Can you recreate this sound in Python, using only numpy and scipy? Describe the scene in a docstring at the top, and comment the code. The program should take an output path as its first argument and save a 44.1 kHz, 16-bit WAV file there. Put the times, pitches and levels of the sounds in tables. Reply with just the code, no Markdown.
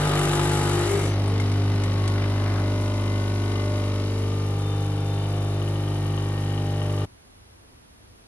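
"""Capsule coffee machine brewing

A piston pump hums and knocks 50 times a second: mains harmonics, and noise shaped by the casing.
It draws air first, loose and hissing: slams, valve spit and gliding rings of air pockets.
As pressure builds it runs tighter: clacks, capsule ticks, spluttering coffee, froth, a loose part's buzz.
The machine stops abruptly; the steady coloured noise of a quiet room, heard in stereo, remains.
"""
import sys
import numpy as np
from scipy import signal
from scipy.fft import rfft, irfft, next_fast_len
from scipy.io import wavfile

SR = 44100
rng = np.random.default_rng(int(sys.argv[2]) if len(sys.argv) > 2 else 0)


def log_audio(samples):
    """Write samples as a 16-bit WAV file to the path given in sys.argv[1]."""
    # one column per channel
    frames = np.atleast_2d(samples).T
    # limit to full scale, then quantise
    limited = np.clip(frames, -1, 1)
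    pcm = np.round(limited * 32767).astype(np.int16)
    wavfile.write(sys.argv[1], SR, pcm)


N = 364707

MAINS_HZ, STOP_S, CUTOFF_HZ = 50.0, 7.053, 14300
TIME = np.arange(N) / SR
SIZE = next_fast_len(N, real=True)
FREQ = np.maximum(np.arange(SIZE // 2 + 1) * SR / SIZE, 1)


def from_db(db):
    """Decibels to gain."""
    return np.exp(np.asarray(db) * np.log(10) / 20)


def rms(x):
    """Root mean square."""
    return np.sqrt(np.mean(x ** 2) + 1e-20)


def in_time(rows):
    """Each column of a curve, sample by sample."""
    s, *columns = np.transpose(rows)
    return [np.interp(TIME, s, c) for c in columns]


def colour(points):
    """Gain at every frequency from (Hz, dB) points, straight lines over log frequency."""
    hz, db = np.transpose(points)
    return from_db(np.interp(np.log(FREQ), np.log(hz), db))


def above(hz, order):
    """Gain of a high-pass."""
    return 1 / np.sqrt(1 + (hz / FREQ) ** (2 * order))


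def filtered(x, gain):
    """Apply a gain per frequency."""
    return irfft(rfft(x, SIZE) * gain, SIZE)[..., :N]


def noise(gain):
    """Two unrelated coloured noises (direct, scattered) of joint rms 1."""
    x = filtered(rng.standard_normal((2, N)), gain)
    return x / rms(x)


def drift(rate_hz):
    """Slow chance of spread 1: white noise through two equal poles, one value per 40 samples."""
    step = 40
    r = np.exp(-2 * np.pi * rate_hz * step / SR)
    chance = rng.standard_normal(N // step + 2002)
    slow = signal.lfilter([1], [1, -2 * r, r * r], chance)[2000:]
    return np.interp(np.arange(N) / step, np.arange(len(slow)), slow / rms(slow))


def envelope(start_s, attack_s, end_s, release_s, sag_db_per_s=0):
    """Attack, a hold that sags steadily in dB, release."""
    rise = np.clip((TIME - start_s) / attack_s, 0, 1)
    fall = np.clip(1 - (TIME - end_s) / release_s, 0, 1)
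    return rise * fall * from_db(-sag_db_per_s * np.maximum(TIME - start_s, 0))


def looped(cycle, start_s):
    """Repeat one cycle for ever, beginning at a given moment."""
    return np.tile(np.roll(cycle, round(start_s * SR), axis=1), N // cycle.shape[1] + 1)[:, :N]


def each_stroke(start_s, decay_s, steady):
    """An envelope of rms 1 that rises once a cycle and dies down to a steady part."""
    age = (TIME[:round(SR / MAINS_HZ)] - start_s) % (1 / MAINS_HZ)
    pulse = steady + np.exp(-age / decay_s) * (1 - np.exp(-age / 0.0025))
    return np.resize(pulse / rms(pulse), N)


def taps(start_s, jitter_s, uneven_db):
    """One click per stroke, a little uneven in time and strength; two rows (direct, scattered)."""
    s = np.arange(start_s, STOP_S, 1 / MAINS_HZ)
    chance, out = rng.uniform(-1, 1, (len(s), 3)), np.zeros((2, N))
    for row in (0, 1):
        at = np.round((s + jitter_s * chance[:, row]) * SR).astype(int)
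        out[row, at] = from_db(uneven_db * chance[:, 2])
    return out


def strong_weak(strong_s, contrast):
    """Gain that favours every other stroke; the sign of contrast picks which."""
    return 1 + contrast * np.cos(np.pi * MAINS_HZ * (TIME - strong_s))


def impacts(clicks, points, decay_s):
    """Clicks turned into short coloured cracks, rms 1."""
    age = TIME[:round(SR / MAINS_HZ)]
    crack = rng.standard_normal((2, len(age))) * np.exp(-age / decay_s)
    out = filtered(clicks, colour(points) * rfft(crack, SIZE))
    return out / rms(out)


def bursts(rows, points, attack_s, decay_s):
    """Short puffs of coloured noise, one for each (s, dB) row."""
    level = 0
    for s, db, *_ in rows:
        attack = np.clip((TIME - s) / attack_s, 0, 1)
        level = level + from_db(db) * attack * np.exp(-np.clip(TIME - s, 0, 1) / decay_s)
    return level * noise(colour(points))


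def ring(clicks, hz, t60_s):
    """A unit click sets a decaying sine of starting height 1 ringing."""
    r, w = from_db(-60 / (t60_s * SR)), 2 * np.pi * hz / SR
    # the tiny offset keeps the filter state out of denormals
    return signal.lfilter([0, np.sin(w)], [1, -2 * r * np.cos(w), r * r], clicks + 1e-18)


# brew progress: t/s, stage (0 priming, 1 pressure builds, 2 first coffee, 3 steady flow)
PROGRESS = [(0, 0), (.92, 0.5), (1.17, 1), (2.3, 1), (2.9, 2), (4.0, 2), (4.6, 3), (7.05, 3)]


def stage_shares():
    """Share of each of the four stages at every moment; they sum to 1."""
    stage, = in_time(PROGRESS)
    return np.array([np.maximum(1 - abs(stage - k), 0) for k in range(4)])


# momentary swells and dips of the hum: t/s, half length/s, multiple of the stroke rate, level/dB
SWELLS = [(0.28, .13, 2, -5), (0.9, 0.061, 3, -12), (4.45, 1, 3, -3.5), (6.7, 0.76, 4, -4.5),
          (0.99, 0.2, 5, -15), (4.85, .33, 5, -5), (6.6, 0.52, 5, 5), (0.026, 0.081, 7, -23),
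          (0.8, 0.15, 7, 6.5), (1.5, .19, 7, -6), (4.78, 0.41, 7, -14), (0.943, 0.07, 8, 10),
          (1.14, 0.081, 8, -9), (6.95, 0.16, 8, 6.5), (1.36, 0.13, 9, 13), (3.15, .39, 9, -6),
          (4.44, 0.62, 9, 4.5), (6, 0.55, 9, -14), (6.85, 0.32, 9, 6.5), (5.25, 0.61, 10, 3.5),
          (1.52, .25, 12, -22), (2.22, 0.18, 12, 5), (3.77, 0.25, 12, 4.5), (4.56, 0.5, 12, -12.5),
          (6.9, 0.15, 12, 4), (6.88, 0.21, 12, 4), (2.8, 0.68, 13, 10), (5.5, 0.76, 13, 5.5),
          (4, 0.3, 14, -13), (7.4, .18, 16, -5), (2.6, 0.76, 20, 10), (1.67, 0.25, 22, -8)]


def swell_db(multiple):
    """Bell-shaped swells and dips of one multiple of the hum."""
    out = 0
    for s, half_s, k, db in SWELLS:
        if k == multiple:
            out = out + db * np.exp(-np.minimum(((TIME - s) / half_s) ** 2, 20))
    return out


# hum spectrum in each stage: multiple of the stroke rate, relative level/dB
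HUM_PRIMING = [(1, -4.5), (2, -1), (3, 6), (4, -30), (5, -8), (6, -10), (7, -1), (8, -9.5), (9, -7),
               (10, -35), (11, -16), (12, -13.5), (13, -20), (14, -14), (15, -18), (16, -10), (17, -10.5),
               (18, -29), (19, -20), (20, -16), (21, -32), (22, -29), (23, -21), (24, -16.5), (25, -11),
               (26, -40)]
HUM_BUILDING = [(1, -15), (2, 0), (3, -15), (4, -18.5), (5, -13.5), (6, -14.5), (7, -22), (8, -17.5),
                (9, -29), (10, -29.5), (11, -23.5), (12, -25), (13, -32), (14, -26.5), (15, -33), (16, -31),
                (17, -28.5), (18, -31.5), (19, -30), (20, -43), (21, -31.5), (22, -23.5), (23, -32.5),
                (24, -36), (25, -31), (26, -33)]
HUM_FIRST = [(1, -11.5), (2, 2.5), (3, -14), (4, -13), (5, -12), (6, -12.5), (7, -15), (8, -13), (9, -15.5),
             (10, -28.5), (11, -18.5), (12, -13.5), (13, -31), (14, -24.5), (15, -27.5), (16, -29),
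             (17, -25.5), (18, -26.5), (19, -24), (20, -30.5), (21, -29.5), (22, -22.5), (23, -32),
             (24, -28), (25, -32), (26, -28)]
HUM_STEADY = [(1, -10.5), (2, 4), (3, -1.5), (4, -15.5), (5, -15), (6, -10), (7, -12), (8, -13), (9, -19),
              (10, -22), (11, -20.5), (12, -17.5), (13, -26), (14, -20.5), (15, -31), (16, -17.5),
              (17, -30.5), (18, -25), (19, -35.5), (20, -32), (21, -40), (22, -29.5), (23, -25.5),
              (24, -24.5), (25, -28), (26, -46)]
HUM_EASING_DB_PER_S = 0.5   # the hum sinks as the water finds its way through the coffee


def hum(shares, stage_db, waver_db=1.63, slip_rad=0.77, push_s=.018, dispersion=.07, flutter_rad=0.57):
    """The piston shakes the body at mains multiples; higher ones waver more, and flutter on air."""
    tables = (HUM_PRIMING, HUM_BUILDING, HUM_FIRST, HUM_STEADY)
    heights = from_db([np.array(t)[:, 1] + db for t, db in zip(tables, stage_db)])
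    out = 0
    for k, height in enumerate(heights.T, 1):
        loose = min(k / 8, 1.4)
        level_db = swell_db(k) - HUM_EASING_DB_PER_S * TIME + waver_db * loose * drift(2.34)
        gain = (height @ shares) * from_db(level_db)
        # the lowest three move in step with the push; panel bending waves spread the rest over the cycle
        over = max(k - 3, 0)
        scatter = dispersion * over ** 2 + rng.random((2, 1)) * [[.25], [1]] * (over > 0)
        phase = 2 * np.pi * (k * MAINS_HZ * (TIME - push_s) + scatter) + slip_rad * loose * drift(1.42)
        flutter = flutter_rad * shares[0] * (k / len(HUM_STEADY) * 2) ** 2 * drift(6.5)
        out = out + gain * np.cos(phase + flutter)
    return np.sqrt(2) * out


def knocks(start_s, sign, build_s=0.0037, ring_s=0.010, kitchen_db=-16, kitchen_s=0.11, wander_rad=0.29):
    """Strokes spread by dense casing modes and the kitchen; negative sign flips every other stroke."""
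    period = round(SR / MAINS_HZ)
    age = TIME[:8 * period]
    tail = np.exp(-age / ring_s) + from_db(kitchen_db) * np.exp(-age / kitchen_s)
    stroke = (1 - np.exp(-age / build_s)) * tail * rng.standard_normal((4, len(age)))
    # the tails of earlier strokes overlap within a pair of strokes
    pair = stroke.reshape(4, -1, 2 * period).sum(axis=1)
    pair = pair + sign * np.roll(pair, period, axis=1)
    # the contact shifts slowly between two patterns, so single overtones swell and fade
    patterns, turn = looped(pair / rms(pair), start_s), wander_rad * drift(1.35)
    return np.cos(turn) * patterns[:2] + np.sin(turn) * patterns[2:]


# casing colour in each stage: f/Hz, relative density/(dB per Hz)
CASE_PRIMING = [(120, -52), (200, -12), (244, -20), (320, -13), (348, -4.5), (483, -15.5), (741, -27.5),
                (830, -18), (999, -29), (1220, -20), (2480, -30), (3800, -30.5), (6000, -37.5), (7800, -65),
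                (13200, -120)]
CASE_BUILDING = [(120, -35), (200, -7.5), (302, 0), (369, -7.5), (402, -0.5), (483, -10), (557, -7.5),
                 (741, -14), (1120, -17), (1640, -23), (1880, -20), (2120, -23), (6000, -29), (7800, -63),
                 (13200, -120)]
CASE_FIRST = [(120, -45), (200, -23), (221, -25), (244, 2), (402, -1), (497, -7.5), (607, -4), (652, -14.5),
              (1120, -16.5), (1670, -22), (2010, -20), (6000, -25.5), (7800, -24), (13200, -120)]
CASE_STEADY = [(120, -28), (200, -4), (302, 1.5), (374, -6), (402, 1.5), (741, -16.5), (891, -14),
               (1220, -17), (1670, -22), (2990, -23), (3800, -25), (4500, -26.5), (6000, -32), (7800, -55),
               (13200, -120)]
# running per stage: f/Hz above which strokes differ by chance, alternating share of regular power,
# knock t/s in the cycle, valve opening t/s in the cycle, steady part of the valve flow
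RUNNING = [(1340, 0.012, .0140, .0112, 0.5), (2470, 0.1, .0178, 0.019, 1),
           (4700, 0.36, .0178, 0.0063, 0.88), (4850, 0.35, .0175, 0.0046, 0.2)]
# panel resonances (dips where negative): f/Hz, width/Hz, lift/dB
PANELS = [(804, 150, 4.5), (1184, 40, 3), (1480, 100, 1.5), (1625, 90, -0.5), (2550, 200, -2.5),
          (2960, 160, 3), (3480, 370, -7), (3580, 120, 6.5), (4090, 98, 4.5), (4240, 240, -8.5),
          (4740, 110, 1.5), (4930, 170, -7)]


def casing(shares, level_db, chance_db=-0.16, regular_db=-3.1, alternate_db=-2.5, steepness=1.41):
    """Piston knocks nearly repeat low down, alternate strong and weak, and scatter into rattle higher up."""
    panels = from_db(sum(db / (1 + (2 * (FREQ - hz) / width) ** 2) for hz, width, db in PANELS))
    panels = panels / np.sqrt(1 + (FREQ / 5000) ** 12)   # plastic damps the top
    over_hum = above((len(HUM_STEADY) + .5) * MAINS_HZ, order=24)
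    rattle_band = (FREQ > 850) & (FREQ < 4500)
    tables, out = (CASE_PRIMING, CASE_BUILDING, CASE_FIRST, CASE_STEADY), 0
    for share, points, (loose_hz, alternating, knock_s, _, _) in zip(shares, tables, RUNNING):
        body = colour(points) * panels
        body = body / rms(body * rattle_band)
        regular = np.exp(-(FREQ / loose_hz) ** steepness)
        rattle = rng.standard_normal((2, N)) * each_stroke(knock_s, decay_s=0.0021, steady=0.35)
        chance_gain = from_db(chance_db) * np.sqrt(1 - regular)
        regular_gain = from_db(regular_db) * np.sqrt(regular * (1 - alternating)) * over_hum
        alternate_gain = from_db(alternate_db) * np.sqrt(regular * alternating) * above(254, order=1)
        drive = chance_gain * rfft(rattle, SIZE)
        drive += regular_gain * rfft(knocks(knock_s, 1.0), SIZE)
        drive += alternate_gain * rfft(knocks(knock_s, -0.78), SIZE)
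        out = out + np.sqrt(share) * irfft(drive * body, SIZE)[:, :N]
    return from_db(level_db) * out


# rubber mounts: f/Hz, relative density/(dB per Hz)
MOUNT = [(60, -12), (120, -3.5), (150, -3), (168, 6.5), (185, -1.5), (225, -32), (400, -72)]


def mount_wobble(level_db):
    """The pump wobbles on its rubber mounts: low coloured noise."""
    return from_db(level_db) * noise(colour(MOUNT))


# piston slamming on air: f/Hz, relative density/(dB per Hz)
GROWL_COLOUR = [(500, -18), (850, 0), (1300, 2), (2100, -18), (2700, -7), (4000, -15), (7000, -54)]
# hardest slams: t/s, level/dB
SLAMS = [(.074, -31), (.095, -32), (.133, -27), (.162, -25), (.190, -29), (.311, -32), (.331, -27),
         (.394, -24)]


def growl(slam_s=0.014, level_db=-40.5, contrast=0.23):
    """Pumping air at first, the piston slams unevenly, with single hard blows."""
    level = from_db(level_db) * envelope(start_s=-0.039, attack_s=0.2, end_s=0.34, release_s=0.4)
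    strokes = taps(slam_s, jitter_s=.001, uneven_db=3) * strong_weak(slam_s, contrast)
    clatter = level * impacts(strokes, GROWL_COLOUR, decay_s=0.003)
    return clatter + bursts(SLAMS, GROWL_COLOUR, attack_s=.0012, decay_s=.006)


def chatter(points, alike):
    """Coloured noise of rms 1, a share of whose power is the same in every cycle."""
    cycle = rng.standard_normal((2, round(SR / MAINS_HZ)))
    regular = filtered(looped(cycle, 0), colour(points))
    return np.sqrt(alike) * regular / rms(regular) + np.sqrt(1 - alike) * noise(colour(points))


# valve hiss, and its spit while air is in the line: f/Hz, relative density/(dB per Hz)
VALVE = [(3500, -2), (4900, -5), (5200, 3), (5700, 3), (6400, 4.5), (7100, -2), (7750, 4.5), (8800, -2),
         (10000, 3.5), (11000, 7.5), (11600, -9), (12400, -26), (14500, -30)]
SPIT_COLOUR = [(3000, -8), (5000, -2.5), (7100, 4), (7750, 7), (8300, 5), (8900, -1.5), (10000, 5.5),
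               (11000, -0.5), (11600, -1.5), (12400, -44), (14500, -51)]
SPIT_DB, SPIT_SAG_DB_PER_S = -39, 5


def valve(shares, level_db, uneven_db=1.5, repeating=0.35, spit_s=0.0116):
    """Each stroke forces a hissing squirt through the valve: spit on air, part-regular chatter on coffee."""
    spit = from_db(SPIT_DB) * envelope(-0.21, attack_s=0.47, end_s=1.06, release_s=0.066,
                                       sag_db_per_s=SPIT_SAG_DB_PER_S)
    spit = spit * each_stroke(spit_s, decay_s=0.0037, steady=0.42) * noise(colour(SPIT_COLOUR))
    gate = 0
    for share, (*_, open_s, steady) in zip(shares, RUNNING):
        gate = gate + share * each_stroke(open_s, decay_s=0.0023, steady=steady)
    hiss = from_db(level_db) * gate * chatter(VALVE, repeating * (shares[2] + shares[3]))
    return (hiss + spit) * from_db(uneven_db * drift(66))


# trapped air (long rasp, whirr, thin whistle, quick gulp, gurgle of froth in the spout):
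# start t/s, attack/s, end t/s, release/s, level/dB, sag/(dB/s),
# first f/Hz, last f/Hz, mid-glide t/s, glide/s, width/Hz
AIR_POCKETS = [(-.1, 0.19, 1.33, .45, -52, 5.5, 1066, 2200, 0.5, 0.45, 270),
               (.72, 0.086, 1.05, .05, -44, -5, 1852, 2196, 0.87, 0.066, 380),
               (.88, 0.11, 1.12, .06, -53, 0, 5950, 6100, .95, 0.064, 520),
               (.95, 0.083, 1.35, 0.11, -31.5, 37, 290, 807, 1.172, 0.0493, 520),
               (1.8, 0.5, 2.6, 0.18, -45.5, 4, 1150, 1600, 2.3, 0.23, 910)]


def air_pockets():
    """Turbulence, pulsed by the strokes, rings trapped air, rising in pitch as the pockets shrink."""
    out = 0
    for *times, db, sag_db_per_s, first_hz, last_hz, middle_s, glide_s, width_hz in AIR_POCKETS:
        hz = first_hz + (last_hz - first_hz) * (1 + np.tanh((TIME - middle_s) / glide_s)) / 2
        turbulence = noise(1 / (1 + (2 * FREQ / width_hz) ** 4))
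        carrier = np.exp(2j * np.pi * np.cumsum(hz) / SR)
        tone = (turbulence[0] + 1j * turbulence[1]) * carrier
        out = out + from_db(db) * envelope(*times, sag_db_per_s) * np.array([tone.real, tone.imag])
    return each_stroke(0.015, decay_s=0.007, steady=0.63) * out


# room tone: f/Hz, relative density/(dB per Hz)
ROOM = [(12, -44), (20, -19), (32, -5.5), (54, -1.5), (70, -2.5), (105, -1), (125, -11), (175, -13),
        (261, -12.5), (509, -19), (2000, -27), (6000, -34.5), (8000, -41), (10000, -30), (12000, -40),
        (15000, -73)]
ROOM_DB = -53.5


def room_tone():
    """The room's faint rumble and hiss: steady coloured noise."""
    return from_db(ROOM_DB) * noise(colour(ROOM))


# piston meeting its stop: f/Hz, relative density/(dB per Hz)
CLACK_COLOUR = [(900, -25), (1900, 1), (3000, -5.5), (3900, 1.5), (4700, -1), (6000, -12), (8000, -18),
                (12000, -50)]


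def clack(shares, stop_s=.0194, building_db=-53.5, first_db=-53, steady_db=-60.5):
    """Under pressure the piston meets its stop with a short clack on every stroke."""
    level = from_db([building_db, first_db, steady_db]) @ shares[1:]
    strokes = taps(stop_s, jitter_s=.00002, uneven_db=2.0)
    return level * impacts(strokes, CLACK_COLOUR, decay_s=0.0035)


# panel overtones: start t/s, attack/s, end t/s, release/s, multiple of the stroke rate, level/dB
OVERTONES = [(1.198, 0.4, 3.7, .6, 29, -58), (1.202, .3, 3.6, .6, 30, -57.5), (1.598, .5, 3.8, .6, 41, -57),
             (1.5, 0.57, 3.88, .5, 80, -68), (1.8, .7, 3.8, .6, 92, -72), (4.302, .3, 5.2, 0.98, 72, -59.5),
             (4.998, 1, 8.4, .1, 37, -60.5)]


def overtones(waver_db=3.0, slip_rad=0.42):
    """Thin tones: single multiples of the stroke rate meet a panel resonance as the load changes."""
    out = 0
    for *times, k, db in OVERTONES:
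        phase = 2 * np.pi * (k * MAINS_HZ * TIME + rng.random((2, 1))) + slip_rad * drift(1.9)
        out = out + from_db(db + waver_db * drift(3.3)) * envelope(*times) * np.cos(phase)
    return np.sqrt(2) * out


# capsule ticks under pressure: t/s, snap level/dB, ring f/Hz, ring level/dB
TICKS = [(1.278, -58, 8800, -42), (1.3995, -36, 2130, -31), (1.5155, -40, 2200, -44),
         (1.836, -37, 2150, -35), (2.0764, -33.5, 3400, -44)]
# snap colour: f/Hz, relative density/(dB per Hz)
TICK_COLOUR = [(900, -8), (2100, 7), (3200, 9), (5000, 6), (7500, 3), (10500, 3), (12500, -43)]


def ticks(ring_t60_s=0.066):
    """Short dry snaps of the capsule as it swells, each with a brief ring of its own."""
    rings = 0
    for s, _, hz, db in TICKS:
        click = np.arange(N) == round(s * SR)
        rings = rings + from_db(db) * ring(click, hz, ring_t60_s)
    return bursts(TICKS, TICK_COLOUR, attack_s=.0011, decay_s=0.0077) + rings


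# splutters: t/s, level/dB
SPLUTTERS = [(2.181, -38), (2.221, -36), (2.241, -36.5), (2.460, -38), (2.581, -40)]
# splutter colour: f/Hz, relative density/(dB per Hz)
SPLUTTER_COLOUR = [(700, -16), (1300, 3), (1900, -1), (2400, 0), (3200, -12), (5000, -10), (9000, -44)]


def splutters():
    """The first coffee splutters out of the spout in short noise puffs."""
    return bursts(SPLUTTERS, SPLUTTER_COLOUR, attack_s=.0012, decay_s=0.0077)


# froth: start t/s, attack/s, end t/s, release/s, level/dB
FROTH_BOUTS = [(2.13, 0.036, 1.9, 0.071, -47), (2.35, 0.096, 2.6, .06, -42.5)]
BUBBLES_PER_S, BUBBLE_LOW_HZ, BUBBLE_HIGH_HZ, BUBBLE_CYCLES = 760, 735, 2510, 24


def froth(spread_db=3, tilt_db_per_octave=-3.0):
    """Small bubbles burst at random as the first coffee pushes through the spout."""
    count = int(BUBBLES_PER_S * N / SR)
    when, size, pitch, sway = rng.random((count, 4)).T
    pitches, out = np.geomspace(BUBBLE_LOW_HZ, BUBBLE_HIGH_HZ, num=12), 0
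    size_gain = from_db(spread_db * np.minimum(-np.log(1 - size), 3))
    strength = size_gain * np.array([np.cos(2 * np.pi * sway), np.sin(2 * np.pi * sway)])
    for k, hz in enumerate(pitches):
        mine, clicks = (pitch * len(pitches)).astype(int) == k, np.zeros((2, N))
        clicks[:, (when[mine] * N).astype(int)] = strength[:, mine]
        tilt = from_db(tilt_db_per_octave * np.log2(hz / BUBBLE_LOW_HZ))
        out = out + tilt * ring(clicks, hz, BUBBLE_CYCLES / hz)
    level = sum(from_db(db) * envelope(*times) for *times, db in FROTH_BOUTS)
    return level * out / rms(out)


# buzzing bouts: start t/s, attack/s, end t/s, release/s, tap level/dB, strong-weak contrast (-1 to 1)
LOOSE_BOUTS = [(2.4, 0.45, 4.4, .7, -52, 0.63), (4.7, .6, 5.4, 0.065, -50.5, -0.13),
               (5.56, .06, 5, 0.091, -56, .2), (5.97, .06, 6.82, 0.039, -48, -0.22),
               (6.82, 0.068, 7.3, .1, -47, -0.48)]
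# hardest taps: t/s, level/dB
HARD_TAPS = [(5.617, -42), (5.677, -43), (5.757, -43), (5.797, -46), (5.837, -46), (5.877, -44),
             (5.917, -43.5), (5.957, -43.5), (6.097, -45), (6.137, -44), (6.377, -45), (6.977, -44)]
# modes of the loose part: f/Hz, level/dB, t60/s
LOOSE_MODES = [(1170, -3, 0.031), (1208, 4.5, 0.063), (1830, -10, 0.046), (2920, 1.5, 0.052),
               (3076, 1, .045), (3720, -16, 0.047)]


def loose_part(touch_s=0.0373, jitter_s=.00004, uneven_db=3.5, soft_hz=7000):
    """Strokes tap a loose part, strong and weak in turn, at times hard; it rings in metallic modes."""
    force = 0
    for *times, db, contrast in LOOSE_BOUTS:
        force = force + from_db(db) * envelope(*times) * strong_weak(touch_s, contrast)
    force = force * from_db(uneven_db * drift(22))
    for s, db in HARD_TAPS:
        force = np.where(abs(TIME - s) < .5 / MAINS_HZ, from_db(db), force)
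    clicks = force * taps(touch_s, jitter_s, uneven_db=0.0)
    clicks = filtered(clicks, 1 / (1 + (FREQ / soft_hz) ** 4))
    return sum(from_db(db) * ring(clicks, hz, t60_s) for hz, db, t60_s in LOOSE_MODES)


# stereo width: f/Hz, side minus mid level/dB
MACHINE_WIDTH = [(60, -83), (130, -65), (200, -39), (350, -12.5), (700, -12), (1400, -3.5), (2800, 1.5),
                 (5600, 4), (10000, 6), (11400, 9.5), (12600, 27)]
ROOM_WIDTH = [(60, -75), (140, -1), (350, 0.5), (830, 4.5), (2000, 4), (4800, 8), (11500, 7.5)]


def microphone(pair, width, direct, lead_rad):
    """Side signal: part direct sound, phase-shifted so that left leads, part scattered sound."""
    direct_side = filtered(pair[0], colour(width) * direct * np.exp(1j * lead_rad))
    scattered_side = filtered(pair[1], colour(width) * np.sqrt(1 - direct ** 2))
    side = direct_side + scattered_side
    return np.array([pair[0] + side, pair[0] - side])


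# base levels per stage: hum/dB, casing rattle/dB, valve hiss/dB, mount wobble/dB
STAGE_LEVELS = [(-29.5, -36, -47.5, -39.5), (-22, -39.5, -55.5, -39), (-25.5, -42.5, -54.5, -44),
                (-27, -42.5, -54.5, -47.5)]
# until the air is out of the line, the undamped piston rattles harder
AIR_OUT_S, AIR_RATTLE_DB, RATTLE_SETTLES_S = 0.84, 4.5, 0.38


def scene():
    """Pump and water, a little to the left, over the room's faint rumble and hiss."""
    shares = stage_shares()
    hum_db, rattle_db, valve_db, wobble_db = np.transpose(STAGE_LEVELS)
    air_left = np.clip(1 - (TIME - AIR_OUT_S) / RATTLE_SETTLES_S, 0, 1)
    pump = hum(shares, hum_db) + casing(shares, rattle_db @ shares + AIR_RATTLE_DB * air_left)
    pump = pump + mount_wobble(wobble_db @ shares) + growl() + clack(shares) + overtones() + loose_part()
    water = valve(shares, valve_db @ shares) + air_pockets() + ticks() + splutters() + froth()
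    running = np.clip((STOP_S - TIME) / 0.0094 + .5, 0, 1)
    lead_rad = np.pi / 2 * FREQ / (FREQ + 1700)   # the left capsule of the microphone is nearer
    machine = running * microphone(pump + water, MACHINE_WIDTH, direct=0.61, lead_rad=lead_rad)
    return machine + microphone(room_tone(), ROOM_WIDTH, direct=.1, lead_rad=2.5)


def record(dry):
    """The top is cut steeply by an elliptic low-pass."""
    low_pass = signal.ellip(10, .1, 80, CUTOFF_HZ, fs=SR, output="sos")
    return signal.sosfilt(low_pass, dry)


dry = scene()
out = record(dry)
log_audio(out)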